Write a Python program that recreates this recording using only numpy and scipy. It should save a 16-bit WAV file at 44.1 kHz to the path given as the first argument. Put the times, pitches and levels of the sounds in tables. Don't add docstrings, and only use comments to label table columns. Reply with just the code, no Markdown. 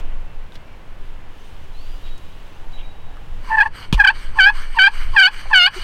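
import sys
import numpy as np
from scipy import signal
from scipy.fft import rfft, irfft
from scipy.io import wavfile
from scipy.ndimage import uniform_filter1d

SR = 44100
rng = np.random.default_rng(int(sys.argv[2]) if len(sys.argv) > 2 else 0)


def dump(signal):
    limited = np.clip(np.atleast_2d(signal).T, -1, 1)
    pcm = np.round(limited * 32767).astype(np.int16)
    wavfile.write(sys.argv[1], SR, pcm)


def makeup_ratio(level_db):
    decades = np.asarray(level_db, float) / 20
    return 10 ** decades


N = 257103

# (frequency [Hz], density [dB per Hz])
WIND_SPECTRUM = [(1.8, -30), (3.0, -4), (20, 0.5), (30, -19), (43, -2), (92, -19), (216, -55.5), (250, -28),
                 (320, -59.5), (550, -120)]
# (time [s], level [dB])
GUSTS = [(0.1, -15), (0.29, -22), (0.86, -28.5), (1.01, -19.5), (1.36, -26.5), (1.98, -16.5), (2.3, -25),
         (2.71, -19.5), (3.09, -21), (3.3, -16.5), (3.67, -22), (4.59, -12), (4.8, -18.5), (5.05, -5.5),
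         (5.28, -27), (5.45, -15.5), (5.72, -28), (5.83, -8)]
# (frequency [Hz], density [dB per Hz])
WOODS_SPECTRUM = [(35, -22.5), (60, 4.5), (100, 2), (167, -4.5), (273, -12), (369, -15.5), (742, -19),
                  (1030, -19), (1270, -23), (1430, -22), (2740, -27), (3880, -41), (15700, -61)]
FLAP_DB, FLAP_SHARE, FLAP_WANDER_DB = -46, 0.28, -2
WOODS_DB, OPENING_DB, OPENING_S = -48, 5.5, 0.1

# (loudest at [s], level [dB], rise [dB/s], fall [dB/s])
RUSTLE = [
    (0.0, -41, 937, 918),
    (.55, -50.5, 250, 248),
    (1.06, -55.5, 30, 27),
    (1.43, -53.5, 30, 6),
    (1.86, -50.5, 31, 6),
    (2.73, -52.5, 207, 43),
    (3.4, -54.5, 9, 4),
]
# (frequency [Hz], density [dB per Hz])
RUSTLE_SPECTRUM = [(1180, 0.5), (2000, -44), (2380, -3), (2950, 6.5), (4580, -4.5), (5250, -7.5),
                   (12400, -16), (15700, -14)]
STILL_DB = -58.5

# (start [s], length [s], centre [Hz], width [octaves], level [dB])
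SCUFFS = [(0.618, 0.18, 5400, 0.14, -73), (1.366, .14, 6100, .12, -66), (1.427, .1, 8640, .12, -70),
          (1.56, .14, 6000, .12, -71), (1.868, 0.13, 4800, .05, -61), (3.096, 0.13, 1700, 0.11, -56.5),
          (0.0, 0.16, 2940, 0.15, -56.5), (2.048, 0.059, 3000, 0.62, -50), (2.769, 0.058, 2880, 0.38, -46),
          (2.771, .1, 6350, .05, -74), (2.814, 0.05, 2400, .08, -54), (2.4, 0.97, 804, 0.22, -54),
          (5.452, 0.025, 705, 1.0, -41.5), (5.758, 0.034, 378, 0.08, -38.5), (3.431, .07, 1020, .1, -43.5),
          (3.75, .12, 4470, .12, -50)]

# (start [s], length [s], from [Hz], to [Hz], level [dB])
BIRD_NOTES = [(0.254, 0.12, 2710, 2600, -55), (.62, .05, 2620, 2700, -59), (0.645, 0.11, 2380, 2270, -55),
              (1.735, 0.1, 3860, 4660, -53.5), (1.805, 0.073, 4580, 4600, -52),
              (1.835, .04, 4500, 4100, -58), (1.8, .05, 2780, 2760, -56), (2.02, 0.185, 3830, 3845, -49),
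              (2.2, 0.15, 3850, 3840, -60), (2.48, .09, 5950, 6170, -68), (2.563, .06, 6130, 6050, -66),
              (2.726, 0.078, 3920, 3865, -44), (2.815, 0.12, 3836, 3840, -50),
              (2.92, 0.25, 3860, 3780, -61)]
NOTE_FADE_DB = -4

# (time [s], peak level [dB], centre [Hz], width [octaves], t60 [s])
TICKS = [
    (.522, -47, 3700, .08, .03),
    (0.555, -37, 2700, 0.89, 0.042),
    (.554, -44, 1500, .2, .025),
    (.565, -49, 3400, 0.17, .03),
    (.77, -63, 9000, .6, .02),
    (2.179, -45, 6500, 0.69, .02),
    (2.72, -53, 4740, 0.34, .04),
    (3.17, -38, 1170, 0.2, 0.043),
]

# (frequency [Hz], density [dB per Hz])
GRIT_SPECTRUM = [(550, -17.5), (1050, -1.5), (1600, 2), (2000, -2.5), (2290, 2.5), (2650, -12.5), (2950, 3),
                 (3600, -15.5), (4600, -5.5), (5300, -20), (6050, -16), (7200, -27), (8400, -13.5),
                 (10500, -31)]
# (centre [Hz], width [Hz], level [dB])
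SHEEN = (12200, 490, -24.5)
# (up to speed at [s], steady for [s], level [dB], fade [dB/s])
RETURNS = [
    (3.442, 0.015, -52.5, 152),
    (3.757, 0.084, -39, 302),
    (4.156, 0.087, -39.5, 148),
    (4.555, 0.057, -35.5, 118.5),
    (4.941, 0.072, -36, 100),
    (5.337, 0.073, -36.5, 223),
    (5.745, .09, -33.5, 89),
]
RETURN_RISE_DB_PER_S = 400
APPROACH_DB, APPROACH_DB_PER_S = -37.5, 266
PATCHY_DB = 2.0

# (catch [s], let-go [s], level [dB], pressure as tilt [dB/octave])
GRIPS = [
    [(3.504, 3.512, -22.5, -16.5), (3.517, 3.52, -16, -33), (3.527, 3.538, -16, -44),
     (3.543, 3.556, -13.5, -41.5), (3.572, 3.58, -15, -32), (3.585, 3.592, -7, -22),
     (3.604, 3.622, -8, -10), (3.626, 3.633, -15.5, -33), (3.661, 3.666, -14, -25)],
    [(3.993, 3.999, -14.5, -23), (4.0, 4.016, -6, -13.5), (4.024, 4.037, -26, -12),
     (4.043, 4.053, -7.5, -9), (4.069, 4.092, -8.5, -7), (4.095, 4.105, -14, -7.5)],
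    [(4.39, 4.425, -7.5, -11), (4.43, 4.455, -8.5, -6), (4.459, 4.477, -7, -8), (4.484, 4.497, -9.5, -5.5)],
    [(4.772, 4.78, -17.5, -14), (4.789, 4.835, -8, -7.5), (4.838, 4.878, -8.5, -5)],
    [(5.166, 5.196, -7, -8), (5.198, 5.216, -7, -6.5), (5.22, 5.268, -8.5, -5.5),
     (5.272, 5.283, -15.5, 0.5)],
    [(5.515, 5.521, -21, -12), (5.533, 5.59, -7.5, -7.5), (5.592, 5.665, -9.5, -3.5),
     (5.669, 5.679, -16.5, 0.5)],
]
# (time [s], slip rate [Hz])
SLIPS = [
    [(3.44, 1059), (3.504, 885), (3.575, 880), (3.588, 849), (3.598, 877), (3.61, 807), (3.622, 837),
     (3.634, 950), (3.662, 861)],
    [(3.975, 927), (4.001, 834), (4.021, 798), (4.035, 898), (4.05, 770), (4.061, 897), (4.077, 746),
     (4.09, 797), (4.103, 880)],
    [(4.35, 915), (4.386, 882), (4.392, 825), (4.402, 769), (4.418, 756.4), (4.448, 767), (4.474, 834),
     (4.483, 824), (4.497, 840)],
    [(4.745, 1082), (4.765, 912), (4.784, 908), (4.79, 780), (4.797, 755), (4.831, 769.5), (4.839, 796),
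     (4.865, 782), (4.883, 855)],
    [(5.13, 1081), (5.156, 880), (5.164, 907), (5.17, 819), (5.204, 755), (5.216, 799), (5.232, 735),
     (5.264, 745), (5.28, 841)],
    [(5.495, 876), (5.531, 876), (5.541, 784), (5.555, 752), (5.575, 739), (5.617, 701), (5.651, 725),
     (5.663, 746), (5.675, 832)],
]
# (frequency [Hz], width [Hz], level [dB])
POT_MODES = [(1220, 200, -10.5), (1590.4, 199, 8.5), (1700, 196, 9), (2020, 690, -12.5), (2356, 323, 1),
             (2914, 384, 7), (3039, 275, 8.5), (3530, 53, -21.5), (4330, 65, -40), (4571, 128, 0),
             (4916, 290, -14.5), (6390, 140, -31), (8180, 200, -33), (13400, 1500, -72.5)]
CATCH_DB_PER_S, LET_GO_DB_PER_S, EASE_S = 2802, 2103, 0.002
SQUEAK_DB, SQUEAK_DB_PER_S = -19, 606.5
BRIGHTEN_DB_PER_S = 44
LIFT_HZ_PER_S = 5200
LOOSE_HZ, LOW_DB_PER_HZ, LOW_LEAST_DB = 880, 0.27, -39
LOW_KEPT_DB = -33
LOW_MOST_DB = -18

KNOCK_S = 3.9269
# (frequency [Hz], level [dB], t60 [s])
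SHELL = [(3320, -28, 0.043), (3820, -47, 0.068), (1736, -24, 0.037), (5470, -35, 0.036), (6430, -34, 0.039),
         (2400, -21, .03)]
# (frequency [Hz], density [dB per Hz])
RATTLE_SPECTRUM = [(530, -14.5), (900, -5.5), (1530, -18), (2080, -26), (2390, -7.5), (3210, -6),
                   (5650, -21.5), (15000, -37)]
# (delay [s], frequency [Hz], level [dB], t60 [s], rise [s])
SHUDDER = [
    (.0008, 152, 5, 0.024, 0.0013),
    (0.015, 39.3, -2, 0.21, 0.0043),
]

EDGE_HZ = 16100


def evened(x):
    return x / np.sqrt(np.mean(x ** 2) + 1e-20)


def read(points, hz):
    f, value = np.transpose(points)
    return np.interp(np.log(hz + 1), np.log(f + 1), value)


def follow(rows, t):
    s, *columns = np.transpose(rows)
    return [np.interp(t, s, c) for c in columns]


def add(mix, s, sound):
    part = mix[round(s * SR):][:len(sound)]
    part += sound[:len(part)]


def wander(n, hz):
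    lowpass = signal.butter(2, hz, fs=SR, output="sos")
    return evened(signal.sosfilt(lowpass, rng.standard_normal(n + 2000))[2000:])


def coloured(x, gain):
    return evened(irfft(rfft(x) * gain(np.fft.rfftfreq(len(x), 1 / SR)), len(x)))


def peaked(t, s, db, rise, fall):
    return db - rise * np.maximum(s - t, 0) - fall * np.maximum(t - s, 0)


def echoes(x):
    t = np.arange(9000) / SR
    tail = rng.standard_normal(len(t)) * makeup_ratio(-60 * t / 0.09) * (t > .003)
    return signal.oaconvolve(x, tail / np.linalg.norm(tail))[:N]


def wind_on_microphone():
    blow = rng.standard_normal(N)
    gust_db = follow(GUSTS, np.arange(N) / SR)[0]
    push = coloured(blow, lambda hz: makeup_ratio(read(WIND_SPECTRUM, hz)) / (1 + (hz / 27) ** 4))

    def flap_gain(hz):
        return makeup_ratio(read(WOODS_SPECTRUM, hz)) / (1 + (38 / (hz + 1)) ** 4) / (1 + (hz / 250) ** 4)

    flap_db = FLAP_DB + FLAP_SHARE * (gust_db - gust_db.mean()) + FLAP_WANDER_DB * wander(N, 8)
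    return push * makeup_ratio(gust_db - 4.5) + coloured(blow, flap_gain) * makeup_ratio(flap_db)


def leaves():
    t = np.arange(N) / SR
    hiss = coloured(rng.standard_normal(N), lambda hz: makeup_ratio(read(WOODS_SPECTRUM, hz)) / (1 + (250 / (hz + 1)) ** 4))
    return hiss * makeup_ratio(WOODS_DB + OPENING_DB * np.exp(-t / OPENING_S) + 0.3 * wander(N, 2.6))


def rustle():
    t = np.arange(N) / SR
    grains = rng.standard_normal(N) * makeup_ratio(0.76 * wander(N, 300))
    sound = coloured(grains, lambda hz: makeup_ratio(read(RUSTLE_SPECTRUM, hz)))
    moving = np.max([makeup_ratio(peaked(t, *row)) for row in RUSTLE], 0)
    return sound * np.maximum(makeup_ratio(STILL_DB), moving) * (t < 3.5)


def scuffs():
    out = np.zeros(N)
    for s, length, centre_hz, octaves, db in SCUFFS:
        noise = coloured(rng.standard_normal(SR),
                         lambda hz: np.exp(-(np.log2(hz / centre_hz + 0.0034) / octaves) ** 2))
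        n = round(length * SR)
        add(out, s, makeup_ratio(db) * noise[:n] * signal.windows.tukey(n, .5))
    return out


def birds():
    out = np.zeros(N)
    for s, length, from_hz, to_hz, top_db in BIRD_NOTES:
        t = np.arange(s, s + length, 1 / SR)
        hz = np.linspace(from_hz, to_hz, len(t)) * (1 + 0.0071 * wander(len(t), 64))
        db = top_db + NOTE_FADE_DB * (t - s) / length + 1.8 * wander(len(t), 40)
        note = np.sin(2 * np.pi * np.cumsum(hz) / SR) * makeup_ratio(db)
        add(out, t[0], note * signal.windows.tukey(len(t), .3))
    return out + .45 * echoes(out)


def ticks():
    t, out = np.arange(3000) / SR, np.zeros(N)
    for s, db, centre_hz, octaves, t60 in TICKS:
        burst = coloured(rng.standard_normal(len(t)),
                         lambda hz: 1 / (1 + (np.log2(hz / centre_hz + 0.018) / octaves) ** 4))
        add(out, s, burst * makeup_ratio(db - 60 * t / t60))
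    return out


def grit(hz):
    centre, width, db = SHEEN
    ring = makeup_ratio(db) / (1 + (2 * (hz - centre) / width) ** 2)
    return makeup_ratio(read(GRIT_SPECTRUM, hz)) / (1 + (hz / 14800) ** 8) + ring


def rub():
    t = np.arange(N) / SR
    sound = coloured(rng.standard_normal(N) * makeup_ratio(0.57 * wander(N, 340)), grit)
    z = signal.stft(sound, nperseg=256)[2]
    patches = uniform_filter1d(uniform_filter1d(rng.standard_normal(z.shape), 5, 0), 12, 1)
    sound = signal.istft(z * makeup_ratio(PATCHY_DB * evened(patches)), nperseg=256)[1][:N]
    drag, gripped = np.zeros(N), np.zeros(N)
    for s, hold, db, fall in RETURNS:
        off_steady = t - np.clip(t - s, 0, hold)
        drag += makeup_ratio(peaked(off_steady, s, db, RETURN_RISE_DB_PER_S, fall))
    for grips in GRIPS:
        first_catch, last_go = grips[0][0], grips[-1][1]
        drag += makeup_ratio(peaked(t, first_catch, APPROACH_DB, APPROACH_DB_PER_S, 1500))
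        gripped += (t > first_catch) & (t < last_go + .018)
    return drag * uniform_filter1d(1. - gripped, size=600) * evened(sound)


def pot(hz):
    answer = 0
    for k, (f, w, db) in enumerate(POT_MODES):
        answer = answer + (-1) ** k * makeup_ratio(db) * 1j * w * hz / (f ** 2 - hz ** 2 + 1j * w * hz)
    return answer


def hand(grips, slips):
    t = np.arange(slips[0][0], grips[-1][1] + .04, 1 / SR)
    catch, go, db, tilt = np.transpose(grips)[:, :, None]
    late = np.maximum(t - go, 0)
    bite_db = CATCH_DB_PER_S * np.maximum(catch - t, 0)
    each = db - bite_db - LET_GO_DB_PER_S * late ** 2 / (late + EASE_S)
    tilt_db = np.take_along_axis(tilt + BRIGHTEN_DB_PER_S * (t - catch), each.argmax(0)[None], 0)[0]
    squeak = peaked(t, catch[0], np.minimum(SQUEAK_DB, db[0] - 8.5), SQUEAK_DB_PER_S, LET_GO_DB_PER_S)
    hz = follow(slips, t)[0] + LIFT_HZ_PER_S * late[-1]
    level_db = np.maximum(each.max(0), squeak)
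    low_floor_db = np.maximum(LOW_LEAST_DB, LOW_KEPT_DB - level_db)
    low_db = np.maximum(LOW_DB_PER_HZ * (hz - LOOSE_HZ), low_floor_db)
    return t, level_db, hz, np.minimum(low_db, LOW_MOST_DB - level_db), tilt_db


def yelp(t, *controls):
    level_db, hz, low_db, tilt_db = (uniform_filter1d(c, size=90) for c in controls)
    level_db = np.minimum(level_db, -5.5)
    loose = np.clip((-12.5 - level_db) / 25, 0, 1)
    hz = uniform_filter1d(hz, size=120) * (1 + (0.0052 + 0.012 * loose) * wander(len(t), 150))
    turns = np.cumsum(hz) / SR
    k = np.arange(2, 20)[:, None]
    upper = pot(k * hz) * makeup_ratio(tilt_db * np.log2(k / 2)) / (1 + (k * hz / 12500) ** 6)
    upper *= makeup_ratio((.5 + .25 * k) * np.array([wander(len(t), 90) for _ in k]))
    upper *= np.exp(.03j * (k - 2) * np.array([wander(len(t), 315) for _ in k]))
    low = np.minimum(makeup_ratio(low_db), .97)
    upper *= np.sqrt((1 - low ** 2) / (abs(upper) ** 2).sum(0))
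    stack = (upper * np.exp(2j * np.pi * k * turns)).sum(0).real
    tone = -np.sqrt(2) * (stack + low * np.cos(2 * np.pi * turns))
    puffs = (0.28 + np.exp(-(turns % 1) / 0.16)) * rng.standard_normal(len(t))
    rasp = (0.042 + 0.37 * loose ** 2) * coloured(puffs, grit)
    shaft = coloured(puffs, lambda f: 1 / (1 + ((f - 1050) / 90) ** 2) ** 2)
    shaft *= 0.0026 + 1.17 * loose * np.linspace(1, .6, len(t))
    level = makeup_ratio(level_db + 1.1 * wander(len(t), 70)) * signal.windows.tukey(len(t), .05)
    return t[0], level * ((1 - 0.3 * loose ** 3) * tone + rasp + shaft)


def yelps():
    out = np.zeros(N)
    for grips, slips in zip(GRIPS, SLIPS):
        add(out, *yelp(*hand(grips, slips)))
    return out


def knock():
    t, out = np.arange(8000) / SR, np.zeros(N)
    crack = sum(makeup_ratio(db - 60 * t / t60) * np.sin(2 * np.pi * hz * t) for hz, db, t60 in SHELL)
    rattle = coloured(rng.standard_normal(len(t)), lambda hz: makeup_ratio(read(RATTLE_SPECTRUM, hz)))
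    hold_db = -24 - 60 * np.maximum(t - .018, 0) / 0.053
    add(out, KNOCK_S, crack + rattle * (makeup_ratio(hold_db) + makeup_ratio(-17 - 60 * t / 0.01)))
    for delay, hz, db, t60, rise in SHUDDER:
        swell = makeup_ratio(db - 60 * t / t60) * (1 - np.exp(-t / rise)) ** 2
        add(out, KNOCK_S + delay, swell * np.sin(2 * np.pi * hz * t))
    return out


def ducking(loud):
    power = loud ** 2 / makeup_ratio(-8) ** 2
    quick, slow = np.exp(-1 / (.05 * SR)), np.exp(-1 / (1.5 * SR))
    recent = signal.lfilter([1 - quick], [1, -quick], power)
    tired = signal.lfilter([1 - slow], [1, -slow], power)
    return makeup_ratio(-np.sqrt(uniform_filter1d(recent, size=600)) * 42 * tired)


def scene():
    call = yelps()
    near = scuffs() + rub() + call + makeup_ratio(-16.0) * echoes(call) + knock()
    end_fades = signal.windows.tukey(N, .004)
    around = end_fades * wind_on_microphone() + leaves() + rustle() + birds() + ticks()
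    return (near + ducking(call) * around)[None]


def band_limit(x):
    return signal.sosfilt(signal.butter(12, 16430, fs=SR, output="sos"), x)


def record(dry):
    held = dry / (1 + abs(dry / .98) ** 5) ** .2
    edge = signal.firwin(255, EDGE_HZ, window=("kaiser", 9), fs=SR)
    mix = signal.oaconvolve(held, edge[None], "same") + 0.0013
    return band_limit(mix)


dry = scene()
out = record(dry)
dump(out)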